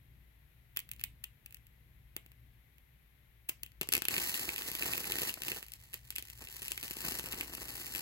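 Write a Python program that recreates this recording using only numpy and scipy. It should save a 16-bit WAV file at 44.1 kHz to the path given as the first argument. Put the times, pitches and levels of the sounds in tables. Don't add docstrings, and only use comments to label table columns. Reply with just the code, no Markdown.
import sys
import numpy as np
from scipy import signal
from scipy.fft import rfft, irfft, next_fast_len
from scipy.io import wavfile
from scipy.ndimage import map_coordinates

SR = 44100
rng = np.random.default_rng(int(sys.argv[2]) if len(sys.argv) > 2 else 0)


def wav_out(sig):
    wavfile.write(sys.argv[1], SR, np.round(np.clip(np.atleast_2d(sig).T, -1, 1) * 32767).astype(np.int16))


N = 353241
TIME = np.arange(N) / SR


def amp(db):
    return 10 ** (np.asarray(db) / 20)


def unit(x):
    return x / np.sqrt(np.mean(x ** 2) + 1e-20)


def along(points, hz):
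    knots_hz, *columns = np.transpose(points)
    return np.array([np.interp(np.log(hz + 1), np.log(knots_hz + 1), column) for column in columns])


def curves(rows):
    knots_s, *columns = np.transpose(rows)
    return [np.interp(TIME, knots_s, column) for column in columns]


def wobble(rate):
    knots = rng.standard_normal(int(N * rate / SR) + 4)
    return map_coordinates(knots, [TIME * rate])


def filtered(x, response):
    size = 2 * next_fast_len((N + SR // 2) // 2)
    hz = np.fft.rfftfreq(size, 1 / SR)
    return irfft(rfft(x, size) * response(hz), size)[..., :N]


def causal(db):
    cepstrum = irfft(np.log(amp(db)))
    half = cepstrum.shape[-1] // 2
    cepstrum[..., 1:half] *= 2
    cepstrum[..., half + 1:] = 0
    return np.exp(rfft(cepstrum))


def band(x, hz, kind, order=2):
    sos = signal.butter(order, min(hz, SR / 2 - 1), kind, fs=SR, output="sos")
    return signal.sosfilt(sos, x)


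def sides(db):
    return amp(np.outer([.5, -.5], db))


def resonance(x, hz, width_hz):
    return signal.lfilter(*signal.iirpeak(hz, hz / width_hz, fs=SR), x)


def push(x, low_hz, high_hz, body_hz=380, body_width_hz=350, body_db=-9):
    puff = band(band(x, high_hz, "low"), low_hz, "high")
    return puff + amp(body_db) * resonance(x, body_hz, body_width_hz)


# (time [s], crack level [dB], cavity ring over the crack [dB], low thud over the crack [dB])
SINGLE_BURSTS = [(0.7629, -19, 1.0, -7.0), (0.7649, -14, -4, -11), (0.7715, -0.5, 0.5, -14.5),
                 (0.7915, -9, -15, -21), (0.802, -19.0, -8, -20.0), (0.8908, -22.5, -1, -22),
                 (0.9152, -10.5, -9, -37), (0.935, -22, -6, -24), (0.9634, -29, -3, -20.0),
                 (0.996, -26, 6, -20.0), (1.0129, -20, 2, -20.0), (1.0388, -2, -5.5, -46),
                 (1.048, -25, 0, -20.0), (1.2393, -13.5, -7, -25), (1.2414, -10.5, -6, -21),
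                 (1.461, -18.5, -6, -16.0), (1.508, -29, -4.0, -20.0), (1.525, -25, -7, -22),
                 (1.5451, -18, -20, -27.0), (1.5696, -29.0, -3.0, -20.0), (1.6683, -30, -11, -20.0),
                 (2.1652, -7.5, -3.5, -2), (2.2624, -28, 0, 3), (2.318, -31.0, 1.5, -2),
                 (2.783, -32.5, -1.0, -20.0), (3.4883, -15.5, -9, -8), (3.491, -6, -22, -7),
                 (3.494, -1.5, -16, -9), (3.4986, -11, -7, -22), (3.6333, -8, -10, -12.5),
                 (3.663, -24.5, 1, -6), (3.7191, -29.5, 1, -23), (3.813, 0, -7, 2), (3.818, -12.5, 7, 4),
                 (3.8319, -9, -8, 4.5), (3.8736, -20, -9.0, 5), (3.8892, -1.5, -20, -2.5),
                 (3.9219, -1, -8.0, -13), (3.926, 3, -1, -20), (3.937, 7, -17, -22),
                 (3.9478, -20, -2, -18.0), (3.952, 4, -5, -9), (3.967, -2, -5.0, -3), (3.979, -3, -9, 1),
                 (3.989, -17, -8.0, -21.0), (4.0212, -4, 1.5, -2.5), (4.0432, -18, -7, -2),
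                 (4.0532, -1, -9, -6), (4.0848, 2.5, -1.5, -6.5), (4.141, -10, 11, -9), (4.1654, -7, 6, -2),
                 (4.181, -8.5, 9, 5), (4.2351, -6, 1, -12), (4.3425, -9, 7, -18), (4.3942, -11, -14, -25.0),
                 (4.491, -7, 7.5, -1.5), (4.5617, -8.5, 3.5, -21.0), (4.5808, -8.5, 2, -14),
                 (4.6109, -12, 3, -7), (4.6208, -9.5, 3, -22.0), (4.7162, -5, -7.0, -2),
                 (4.7519, -3.5, -4, -3), (4.7872, -15, -1, -6), (4.824, -10.5, 10, -6),
                 (4.833, -5.5, 3, -11), (4.935, -11, 8.5, -16.0), (4.9795, -5, -5, -2),
                 (5.0429, -12, 5, -1.0), (5.121, 0, -2, -22), (5.1559, -4.5, 4, 0.0),
                 (5.186, -6.5, 4.5, -1), (5.2185, -2, -11.0, 0.0), (5.2602, -16, -3, -4),
                 (5.294, -9, 6.5, -1.5), (5.304, -10, -7, -20), (5.341, -4.5, -18.0, -23),
                 (5.42, -9, 7.0, 2), (5.435, -9.5, 2, -9), (5.469, -8.5, -17, -3), (5.483, -3, -12, -3),
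                 (5.5179, -7.5, 4.0, 1), (5.5464, -14.0, -10.0, -15), (5.628, -13.5, 2, -3),
                 (5.6843, -21, -7, -21.0), (5.72, -13.5, -14, -28), (5.7367, -11, -22, -32),
                 (5.9311, -21.0, -5.0, -24), (5.9357, -13.5, 1, -10), (5.9417, -7, -5.0, -15.0),
                 (6.1051, -6, -9, -18.0), (6.125, -25, 4.0, -11.0), (6.1568, -12, -15.0, -19),
                 (6.1615, -5.5, -4.0, -22.0), (6.1702, -23, -3, -30.0), (6.1835, -5, 1.5, -8.5),
                 (6.1928, -18, -8, -7), (6.2251, -12, -19, -11), (6.2852, -20.5, -1, -8),
                 (6.3009, -14, -9, -20), (6.4724, -24, 9, -8), (6.4877, -20.0, -1, -2.0),
                 (6.5268, -18.0, -16, -10), (6.547, -20, -17, -14), (6.566, -14.5, -26, -27.0),
                 (6.62, -8, -12, -5), (6.6296, -11, -6, -7), (6.6514, -12.0, -9.0, -12.0),
                 (6.6821, -6.5, -9, -18), (6.7103, -11, -12, -4), (6.7189, 0, -19, -15),
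                 (6.7773, -9, 3, -6.0), (6.8292, -6, -2, -6), (6.836, -10.0, -15, -23.0),
                 (6.88, -12, -10, -1), (6.9099, -6, -18.0, -0.5), (6.9689, -10, -17, 0),
                 (7.074, -9, -12, -1), (7.0974, -13, -21.0, -20), (7.1212, -8, -1.0, 0),
                 (7.1889, -10, -9, -19.0), (7.1956, -4, -20, -0.5), (7.241, -14.5, -8, 7),
                 (7.2599, -10.0, -15, -12), (7.3241, -6, -14, -25), (7.3301, -10.5, 2.5, -7),
                 (7.3643, -22.5, -4, 12), (7.41, -6, 0.5, -4.5), (7.551, -8, -14, -26.0),
                 (7.6834, -13, -4, -18), (7.768, -11.5, -1, -5.0), (7.8663, -10, -17.0, -18),
                 (7.95, -7, 5, -3.5), (7.9597, -7, -5, -6), (7.992, -14.5, -7.0, 3.5)]
# (frequency [Hz], gain on the still pool [dB], gain once it boils up [dB])
FILM_COLOUR = [(510, -72, -64), (1570, -17, -22.5), (2040, -6, -8), (3210, -6, -7.5), (4070, -22.5, -8.5),
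               (6330, -11.5, -8), (8600, -5, -5.5), (12000, -4.5, -5), (13800, -0.5, -3), (15800, 3, -8.5)]
STILL_UNTIL_S = 3.7


def pops(cavity_hz=2080, cavity_width_hz=1400, ring_db=-2, froth_db=5, cushion_db=-1.0,
         thud_db=-4.5, pan_db=1.0, pan_spread_db=2):
    tear_db, tear_t60_s, thud_top_hz = -8, .009, 680
    size_spread, lag_spread_s = .13, 9e-6
    t = np.arange(SR // 20) / SR
    hz = np.fft.rfftfreq(2 * len(t), 1 / SR)
    still, boiling_up = causal(along(FILM_COLOUR, hz))
    froth = np.clip((curves(BOIL_CURVE)[0] + 55) / 16, 0, 1)
    out = np.zeros((2, N + SR))
    for time_s, crack_db, ring_rel_db, thud_rel_db in SINGLE_BURSTS:
        at = round(time_s * SR)
        pitch = np.exp(size_spread * np.clip(rng.standard_normal(), -2, 2))

        ragged_db = 4.5 * rng.standard_normal(len(t))
        spatter = rng.standard_normal(len(t)) * amp(ragged_db - 60 * t / tear_t60_s)
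        spatter /= np.linalg.norm(spatter)
        tear = amp(tear_db + froth_db * froth[at]) * spatter
        snap = amp(crack_db + cushion_db * froth[at]) * ((t == 0) + tear)

        lag_s = lag_spread_s * rng.standard_normal()
        lag = np.exp(1j * np.pi * hz * lag_s * [[1], [-1]])
        colour = still if time_s < STILL_UNTIL_S else boiling_up
        crack = irfft(rfft(snap, 2 * len(t)) * colour * lag)[:, :len(t)]

        cavity = band(resonance(snap, cavity_hz * pitch, cavity_width_hz), 1400, "high", order=3)
        thud = push(snap, 75, thud_top_hz, body_hz=330 * pitch, body_width_hz=107, body_db=-2)
        place = sides(pan_db + pan_spread_db * rng.standard_normal())
        bright = place * (crack + amp(ring_db + ring_rel_db) * cavity)
        out[:, at:at + len(t)] += bright + amp(thud_db + thud_rel_db) * thud
    return out[:, :N]


# (time [s], strength [dB], low sputter over the strength [dB])
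BOIL_CURVE = [(4.06, -83, -4), (4.11, -35.5, 3.5), (4.36, -35, -4), (4.44, -41.5, 4.5), (4.7, -41.5, 1),
              (4.93, -37, 6), (5.08, -42, 3.5), (5.29, -35, 0.5), (5.35, -57, 5), (5.5, -40, 3.5),
              (5.69, -60, -5), (6.06, -61.5, -6), (6.5, -51, -4.5), (6.62, -45.5, -4), (6.78, -51, -6),
              (7.08, -40, 5), (7.3, -46.5, 8), (8.01, -43, -1)]
# (time of peak [s], strength [dB], low sputter over the strength [dB])
VAPOUR_GUSHES = [(1.005, -54, -7), (3.938, -40.5, 13), (4.129, -33.5, 0), (4.18, -43, -3),
                 (4.358, -32.5, -14), (4.857, -41, 11.5), (5.23, -40, -7), (5.568, -40, 6),
                 (5.944, -43.5, -1), (6.191, -49.5, -10), (6.418, -46, 10.5), (6.84, -38, 3),
                 (7.049, -34, 5.5)]
GUSH_RISE_S, GUSH_T60_S = 0.056, 0.11


def boiling():
    strength_db, low_db = curves(BOIL_CURVE)
    begun = TIME > BOIL_CURVE[0][0]
    power = begun * amp([strength_db, strength_db + low_db]) ** 2
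    for peak_s, gush_db, low_rel_db in VAPOUR_GUSHES:
        rise = (peak_s - TIME) / GUSH_RISE_S
        decay = (TIME - peak_s) / GUSH_T60_S
        fade_db = -60 * np.clip(np.maximum(rise, decay), 0, 2)
        power = power + amp([[gush_db], [gush_db + low_rel_db]]) ** 2 * amp(fade_db) ** 2
    return 10 * np.log10(power)


def bursts(rate, spread_db):
    happens = rng.random(N) < rate / SR
    size_db = spread_db * np.minimum(rng.standard_normal(N), 2)
    sign = rng.choice([-1, 1], N)
    return unit(happens * sign * amp(size_db) / np.sqrt(rate))


def cavities(rate, spurts, count=8):
    low_hz, high_hz, sharpness, spread_db = 250, 1900, 2.5, 6
    total = 0
    for hz in np.geomspace(low_hz, high_hz, count):
        struck = spurts * bursts(rate / count, spread_db)
        total = total + resonance(struck, hz, hz / sharpness) * np.sqrt(low_hz / hz)
    return total


# (time [s], left minus right [dB])
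SIZZLE_PLACE = [(4.2, 0), (6, -1.5), (6.8, 2), (8, 1.5)]
# (frequency [Hz], gain [dB])
BUBBLE_COLOUR = [(300, -40.5), (800, 0), (1300, -4.5), (2000, 4), (2550, -2.5), (3300, -1.5), (4100, 0.5),
                 (9000, 0), (11800, -1), (14000, -3), (16000, 7.5)]


def sizzle(level_db=-2, sputter_db=-5):
    base_rate, spread_db = 1350, 6.2
    spurt_db, surge_db, fizz_db, cavity_db = 2.3, .7, -8, -2
    strength_db, low_db = boiling()
    density = base_rate * amp(.7 * np.clip(strength_db + 42.5, -12, 6))
    spurts = unit(amp(spurt_db * np.minimum(wobble(170), 2) + surge_db * wobble(20)))

    bubbles = bursts(density, spread_db)
    fizz = amp(fizz_db) * rng.standard_normal(N)
    froth = spurts * (bubbles + fizz)
    coloured = filtered(froth, lambda hz: causal(along(BUBBLE_COLOUR, hz)))
    crackle = sides(curves(SIZZLE_PLACE)[0]) * coloured

    puffs = push(spurts * bursts(density / 3, spread_db=5.0), low_hz=85, high_hz=1630)
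    sputter = puffs + amp(cavity_db) * cavities(density / 2, spurts)
    return amp(strength_db + level_db) * crackle + amp(low_db + sputter_db) * sputter


def crater(x, scatter_db, above_hz=4100):
    scatter_s = .0008
    treble = filtered(x, lambda hz: 1 - 1 / (1 + (hz / above_hz) ** 10))
    keep = np.exp(-1 / (scatter_s * SR))
    energy = signal.lfilter([1 - keep], [1, -keep], treble ** 2)
    scattered = band(np.sqrt(energy) * rng.standard_normal((2, N)), above_hz, "high", order=10)
    return x + amp(scatter_db) * scattered


def dish(x, delay_s=0.001151, echo_db=-16):
    return filtered(x, lambda hz: 1 + amp(echo_db) * np.exp(-2j * np.pi * hz * delay_s))


# (frequency [Hz], decay time to -60 dB [s], level [dB])
ROOM_DECAY = [(250, 0.17, -10), (885, 0.21, -7.5), (1990, 0.17, -6), (3040, 0.15, -8), (4500, 0.3, -11),
              (8200, 0.19, -10.5), (15100, 0.12, -13)]


def room(x):
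    hz, t, cells = signal.stft(rng.standard_normal((2, SR // 2)), SR, nperseg=256)
    t60_s = along(ROOM_DECAY, hz)[0][:, None]
    tail = signal.istft(cells * amp(-60 * t / t60_s), SR, nperseg=256)[1]
    wet = signal.fftconvolve(x, tail / np.linalg.norm(tail[0]), axes=1)[:, :N]
    return filtered(wet, lambda hz: amp(along(ROOM_DECAY, hz)[1]))


# (frequency [Hz], left gain [dB], right gain [dB])
PORT_COLOUR = [(100, 3.9, 1.7), (400, 2, 0), (700, -5.5, -4), (1200, 0, -8.5), (1650, -2, -6),
               (1850, -8, 2), (2150, -1, 3.5), (2800, 7.5, 6.5), (3800, -2.5, 1), (4500, 1.5, -3),
               (5250, 0, -9.5), (5900, -1.5, -3), (6800, -3, -3.5), (7400, 0.5, -6), (8500, -2.5, -7.5),
               (10800, -2, -4), (11500, 1.5, 2.5), (12400, 1, 3), (14500, -2, -1.5), (15500, 0, -3),
               (16000, -5, -7)]
# (frequency [Hz], lead [rad])
PORT_LEAD = [(50, 0), (300, 0.15), (900, 0.9), (1650, 0.2), (2100, 2.4), (2450, 3.1), (3600, 3.1),
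             (4000, 5.3), (4550, 5.6), (4900, 4.3), (5500, 3.8), (7200, 6.3), (9000, 5), (11800, 7.8),
             (13000, 8), (14300, 9.6), (15600, 10.8)]


def ports(direct, diffuse):
    turned = filtered(direct, lambda hz: np.exp(1j * along(PORT_LEAD, hz) * [[.5], [-.5]]))
    return filtered(turned + diffuse, lambda hz: causal(along(PORT_COLOUR, hz)))


# (frequency [Hz], density [dB per Hz])
RUMBLE_COLOUR = [(12, -40), (20, -25), (38, -6), (59, -4.5), (86, -9), (119, -4), (150, -9.5), (189, -20.5),
                 (216, -20), (387, -33), (574, -43), (1200, -44), (1560, -79), (2640, -120)]
# (frequency [Hz], level over the drone curve [dB])
HUM_TONES = [(58.7, -3), (118.2, -10)]
# (time [s], level [dB])
DRONE_LEVEL = [(0, -61), (0.6, -64), (1, -58), (1.4, -63.5), (1.8, -61), (2.55, -62.5), (2.68, -64.5),
               (3.5, -63.5), (4.1, -62), (5.9, -62.5), (7.5, -59), (8, -58)]
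# (frequency [Hz], left [dB], right [dB])
HISS_COLOUR = [(293, 4.5, 4.5), (1250, -2, -2), (2000, 11, -2.5), (2640, 4.5, -5), (3910, 0.5, -10.5),
               (5000, -9.5, -12), (9700, -10.5, -17), (10100, -3, -14), (12550, 4, 0), (16500, -8.5, -11)]


def background(rumble_db=-3.0, hum_db=-0.64, hiss_db=-70, apart_db=-13):
    waver_db, wander_rad = 1.4, .8
    drone_db = curves(DRONE_LEVEL)[0] + waver_db * wobble(10)

    noise = rng.standard_normal((2, N))
    mid, side = filtered(noise, lambda hz: amp(along(RUMBLE_COLOUR, hz)))
    rumble = amp(rumble_db) * unit(mid + amp(apart_db) * side * [[1], [-1]])

    hum = 0
    for hz, tone_db in HUM_TONES:
        level = amp(hum_db + tone_db + 0.59 * wobble(7.8))
        phase = 2 * np.pi * hz * TIME + wander_rad * wobble(8)
        hum = hum + level * np.sqrt(2) * np.sin(phase)

    hiss = unit(filtered(rng.standard_normal((2, N)), lambda hz: amp(along(HISS_COLOUR, hz))))
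    return sides(3.0) * amp(drone_db) * (rumble + hum) + amp(hiss_db) * hiss


def scene(snaps_wet_db=0.0, boil_wet_db=-4):
    snaps, boil = pops(), sizzle()
    near = crater(snaps, scatter_db=-7) + crater(boil, scatter_db=-4)
    reverberant = room(amp(snaps_wet_db) * snaps + amp(boil_wet_db) * boil)
    return ports(dish(near), reverberant) + background()


TOP_HZ = 15900


def record(dry):
    return filtered(dry, lambda hz: hz < TOP_HZ)


dry = scene()
out = record(dry)
wav_out(out)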